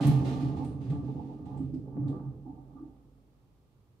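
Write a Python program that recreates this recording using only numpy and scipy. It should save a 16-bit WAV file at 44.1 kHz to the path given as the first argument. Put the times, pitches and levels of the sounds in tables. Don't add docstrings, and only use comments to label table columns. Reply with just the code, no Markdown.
import sys
import numpy as np
from scipy import signal
from scipy.fft import rfft, irfft
from scipy.io import wavfile
from scipy.ndimage import uniform_filter1d

SR = 44100
rng = np.random.default_rng(int(sys.argv[2]) if len(sys.argv) > 2 else 0)


def dump_mix(stems):
    frames = np.atleast_2d(stems).T
    limited = np.clip(frames, -1, 1)
    pcm = np.round(limited * 32767).astype(np.int16)
    wavfile.write(sys.argv[1], SR, pcm)


N = 176400
TIME = np.arange(N) / SR
LOW_BELOW_HZ, MIDDLE_BELOW_HZ = 200, 550

# pitch_hz, width_hz (narrow rings longer), gain_db
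TOWER_NOTES = [(82, 9.2, -14), (101, 20, -14.5), (136, 8.5, -1), (169, 59, -21), (212.5, 33, -6.5),
               (265, 15.1, 1.5), (292, 26.3, 1), (323.5, 20, -7.5), (381, 34, -12.5), (438.8, 16, -13),
               (500.6, 21, -16), (566, 110, -1), (709.6, 27, -2), (767.7, 35, -1), (842.6, 14, 1.5),
               (895, 16, -4), (1064, 51, -10.5), (1175, 21, -4)]
# time_s, low_notes_db, middle_notes_db
DRONE_LEVELS = [(0, -32.5, -24.5), (.08, -28, -32), (.3, -33.5, -33), (.78, -38, -42.5),
                (1.1, -35.5, -38.5), (1.38, -49.5, -44.5), (1.63, -35, -43.5), (1.87, -44.5, -47.5),
                (2.12, -40, -39.5), (2.42, -48, -54), (2.85, -56.5, -57.5), (3.25, -68.5, -67.5),
                (4, -78.5, -87.5)]
# time_s, level_db
RUB_LEVELS = [(0, -40.5), (.55, -49.5), (.76, -58), (1.35, -62.5), (1.6, -60), (1.76, -74.5), (2.15, -53),
              (2.4, -70.5), (2.88, -66.5), (3.1, -78.5), (4, -84.5)]
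# start_s, length_s, level_db, pitch_hz
AXLE_CATCHES = [(0.046, 0.085, -20.5, 136), (0.153, 0.1, -30, 136), (0.424, 0.03, -25, 136),
                (0.882, 0.052, -28.5, 136), (1.981, 0.11, -32.5, 136), (2.257, 0.026, -36, 136),
                (0.062, 0.023, -22.5, 265), (0.227, 0.069, -40, 397), (2.097, 0.049, -44.5, 385),
                (0.422, 0.013, -34, 313), (0.583, 0.047, -33, 292), (0.96, 0.029, -39, 292),
                (1.591, 0.03, -33, 280), (1.727, 0.032, -34, 292), (1.956, 0.0098, -29.5, 270),
                (2.054, 0.025, -32, 255), (2.449, 0.053, -43.5, 292), (2.565, 0.035, -48, 292),
                (2.746, 0.03, -45.5, 280), (2.805, 0.032, -40.5, 312), (0.564, 0.065, -46, 896),
                (.91, 0.12, -60.5, 1175), (1.073, 0.036, -51.5, 840), (1.164, 0.038, -47, 843),
                (1.282, .04, -53.5, 830), (1.455, 0.12, -52.5, 875), (1.857, 0.097, -61.5, 870),
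                (2.108, 0.16, -64, 1084), (2.45, 0.067, -56, 795), (2.568, 0.027, -59.5, 785),
                (2.69, 0.024, -66.5, 820), (2.759, 0.028, -60.5, 1175)]
# start_s, strength_db, low_vs_middle_db, high_vs_middle_db
AXLE_KNOCKS = [(.074, -27, -4.5, -18.5), (.923, -34, 4.5, -14.5), (1.969, -29, -6.5, -27)]
# start_s, length_s, level_db
HEAD_SCRAPES = [(0, 0.045, -45), (0.242, 0.084, -56), (0.395, 0.033, -64), (0.56, 0.033, -67),
                (0.803, .11, -69.5), (1.035, 0.3, -75.5), (1.45, 0.2, -78.5)]
# start_s, strength_db, pitch_hz
PLASTIC_TICKS = [(0.0703, -53, 11200), (0.641, -65.5, 9050), (0.829, -81, 3130), (0.897, -66.5, 3370),
                 (1.452, -76.5, 3440), (1.57, -75, 8000), (1.736, -75.5, 4940), (2.076, -70.5, 3810)]
# time_s, level_db
HUM_LEVELS = [(0, -65.5), (2.3, -59.5), (2.9, -60), (3.55, -72), (3.8, -83)]
# frequency_hz, gain_db
SCRAPE_TONE = [(1300, -5), (2250, 0.5), (3000, -1), (4200, -2.5), (5500, -8.5), (9000, -14.5),
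               (15500, -31.5)]
TICK_TONE = [(1200, 6.5), (2500, 4), (4200, 1), (5600, -9.5), (8500, 1), (11000, -29), (15500, -16)]
FLICK_TONE = [(7000, -2), (10000, 0), (12500, -1), (15500, -9)]
RUMBLE_TONE = [(45, -8), (120, -3), (200, -15), (480, -16.5), (750, -28), (1230, -23), (1700, -45)]
HISS_TONE = [(1200, 0), (3500, -1), (7000, -7), (15500, -9)]


def axle_drone():
    levels_db = in_time(DRONE_LEVELS) + in_time(RUB_LEVELS)
    return sum(steady(band, over_s=0.034) * from_db(db) for band, db in zip(chatter(), levels_db))


def chatter():
    force = tiny_hits(per_s=420, spread_db=3.5)
    low = bass_in_room(tower(force, 0, LOW_BELOW_HZ))
    middle = room(tower(force, LOW_BELOW_HZ, MIDDLE_BELOW_HZ), echo_db=-12.5) * pan(left_db=-2.8)
    high = room(tower(force, MIDDLE_BELOW_HZ, 1500), echo_db=4) * pan(left_db=-6.5)
    return low, middle, high


def tower(force, low_hz, high_hz):
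    out = 0
    for k, (hz, width_hz, db) in enumerate(TOWER_NOTES):
        if low_hz <= hz < high_hz:
            fade = np.exp(-np.pi * width_hz / SR)
            feedback = [1, -2 * fade * np.cos(2 * np.pi * hz / SR), fade * fade]
            note = signal.lfilter([1, 0, -1], feedback, force + 1e-18)
            out = out + (-1) ** k * from_db(db) * np.sqrt(width_hz) * note
    return keep_band(out, max(low_hz * .8, 50), high_hz * 1.1)


def catches(width_octaves=.22, spill_db=-26):
    ringing, out = sum(chatter()), np.zeros((2, N))
    size = SR // 2
    hz = np.arange(size // 2 + 1) * SR / size + 1
    for start_s, length_s, db, pitch_hz in AXLE_CATCHES:
        start = int(np.clip((start_s - .08) * SR, 0, N - size))
        span = slice(start, start + size)
        octaves_away = np.log2(hz / pitch_hz)
        peak = np.exp(-.5 * (octaves_away / width_octaves) ** 2)
        spill = from_db(spill_db) / (1 + octaves_away ** 4)
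        voice = steady(irfft(rfft(ringing[:, span]) * (peak + spill), size), over_s=.026)
        loudness = from_db(db) * swell(start_s, length_s, rise_s=.013, fade_s=.034)
        out[:, span] += voice * loudness[span]
    return out


def knocks():
    start_s, db, low_db, high_db = np.transpose(AXLE_KNOCKS)
    test_hit = 1. * (TIME[:SR // 10] == 0)

    def struck(peak_db, low_hz, high_hz):
        force = np.zeros(N)
        force[(start_s * SR).astype(int)] = from_db(peak_db)
        return tower(force, low_hz, high_hz) / np.abs(tower(test_hit, low_hz, high_hz)).max()
    thud = struck(db + low_db + 2, 0, LOW_BELOW_HZ) + struck(db + 2.3, LOW_BELOW_HZ, MIDDLE_BELOW_HZ)
    clack = struck(db + high_db + 9.5, MIDDLE_BELOW_HZ, 2100)
    return room(thud, echo_db=-4) * pan(left_db=-2.2) + room(clack, echo_db=4) * pan(left_db=-9)


def scrapes():
    loudness = sum(from_db(db) * swell(start_s, length_s, rise_s=.015, fade_s=.11)
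                   for start_s, length_s, db in HEAD_SCRAPES)
    grains = room(tiny_hits(per_s=1500, spread_db=-1), echo_db=7)
    return shape_tone(grains, SCRAPE_TONE) * loudness * pan(left_db=-3)


def ticks(rise_s=.0091, crack_db=3, crack_s=.0079, tail_s=.38, ring_db=-3, ring_width_hz=900):
    out, t = np.zeros((2, N + SR)), TIME[:SR // 2]
    crack = from_db(crack_db) * np.exp(-t / crack_s)
    loudness = (crack + from_db(-60 * t / tail_s)) * np.minimum(t / rise_s, 1)
    for start_s, db, hz in PLASTIC_TICKS:
        noise = rng.standard_normal((2, len(t)))
        ring = unit_power(signal.lfilter(*signal.iirpeak(hz, hz / ring_width_hz, fs=SR), noise))
        tick = shape_tone(noise, TICK_TONE) + from_db(ring_db) * ring
        start = int(start_s * SR)
        out[:, start:start + len(t)] += from_db(db + 1.5) * loudness * tick
    return out[:, :N]


def flick(start_s=.0697, level_db=-45, fade_s=.008):
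    age = TIME - start_s
    spit = shape_tone(rng.standard_normal((2, N)), FLICK_TONE)
    return spit * from_db(level_db) * (age > 0) * np.exp(-np.abs(age) / fade_s) * pan(left_db=10)


def room_noise(shared_below_hz=500, shared_db=6, hum_hz=51):
    shared = signal.sosfilt(signal.butter(1, shared_below_hz, fs=SR, output="sos"), rng.standard_normal(N))
    noise = rng.standard_normal((2, N)) + from_db(shared_db) * shared
    rumble = keep_band(shape_tone(noise, RUMBLE_TONE) * from_db(-64.5), 36, 2000)
    hiss = shape_tone(rng.standard_normal((2, N)), HISS_TONE) * from_db(-81)
    hum_db, = in_time(HUM_LEVELS)
    waver = np.cumsum(rng.normal(0, 0.014, N))
    hum = from_db(hum_db) * np.sqrt(2) * np.sin(2 * np.pi * hum_hz * TIME + waver)
    return (rumble + hiss + keep_band(hum, 38, 75, order=2)) * pan(left_db=-2.3)


def room(x, echo_db, tail_s=.43):
    t = TIME[:SR // 2]
    tail = rng.standard_normal((2, len(t))) * from_db(-60 * t / tail_s) * (t > .003)
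    tail *= from_db(echo_db) / np.sqrt(np.sum(tail ** 2, axis=1, keepdims=True))
    echo = signal.fftconvolve(np.atleast_2d(x), tail, axes=1)[:, :N]
    return (x + echo) / np.sqrt(1 + from_db(2 * echo_db))


def bass_in_room(x, delay_s=.00027):
    left, right = room(x, echo_db=-12)
    return np.array([left, np.interp(TIME - delay_s, TIME, right)]) * pan(left_db=-3)


def tiny_hits(per_s, spread_db):
    sizes = from_db(spread_db * np.minimum(rng.exponential(1, N), 4))
    return sizes * rng.choice([-1, 1], N) * (rng.random(N) < per_s / SR)


def swell(start_s, length_s, rise_s, fade_s):
    age = TIME - start_s
    return np.clip(age / rise_s, 0, 1) * np.exp(-np.clip((age - length_s) / fade_s, 0, 30))


def steady(x, over_s):
    size = max(int(over_s * SR), 2)
    power = uniform_filter1d(uniform_filter1d(np.mean(x ** 2, axis=0), size), size)
    return x / np.sqrt(np.maximum(power, 0) + 1e-12)


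def shape_tone(x, tone):
    hz, db = np.transpose(tone)
    all_hz = np.arange(x.shape[-1] // 2 + 1) * SR / x.shape[-1] + 1
    gain = from_db(np.interp(np.log(all_hz), np.log(hz), db)) * np.minimum(all_hz / hz[0], 1) ** 3
    return unit_power(irfft(rfft(x) * gain, x.shape[-1]))


def keep_band(x, low_hz, high_hz, order=3):
    return signal.sosfilt(signal.butter(order, [low_hz, high_hz], "band", fs=SR, output="sos"), x)


def in_time(rows):
    time_s, *columns = np.transpose(rows)
    return [np.interp(TIME, time_s, column) for column in columns]


def pan(left_db):
    return from_db(np.array([[.5], [-.5]]) * left_db)


def from_db(db):
    return 10 ** (np.asarray(db) / 20)


def unit_power(x):
    return x / np.sqrt(np.mean(x ** 2) + 1e-20)


def scene():
    return axle_drone() + catches() + knocks() + scrapes() + ticks() + flick() + room_noise()


def record(dry, cutoff_hz=15500):
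    return signal.sosfilt(signal.ellip(10, .1, 80, cutoff_hz, fs=SR, output="sos"), dry)


dry = scene()
out = record(dry)
dump_mix(out)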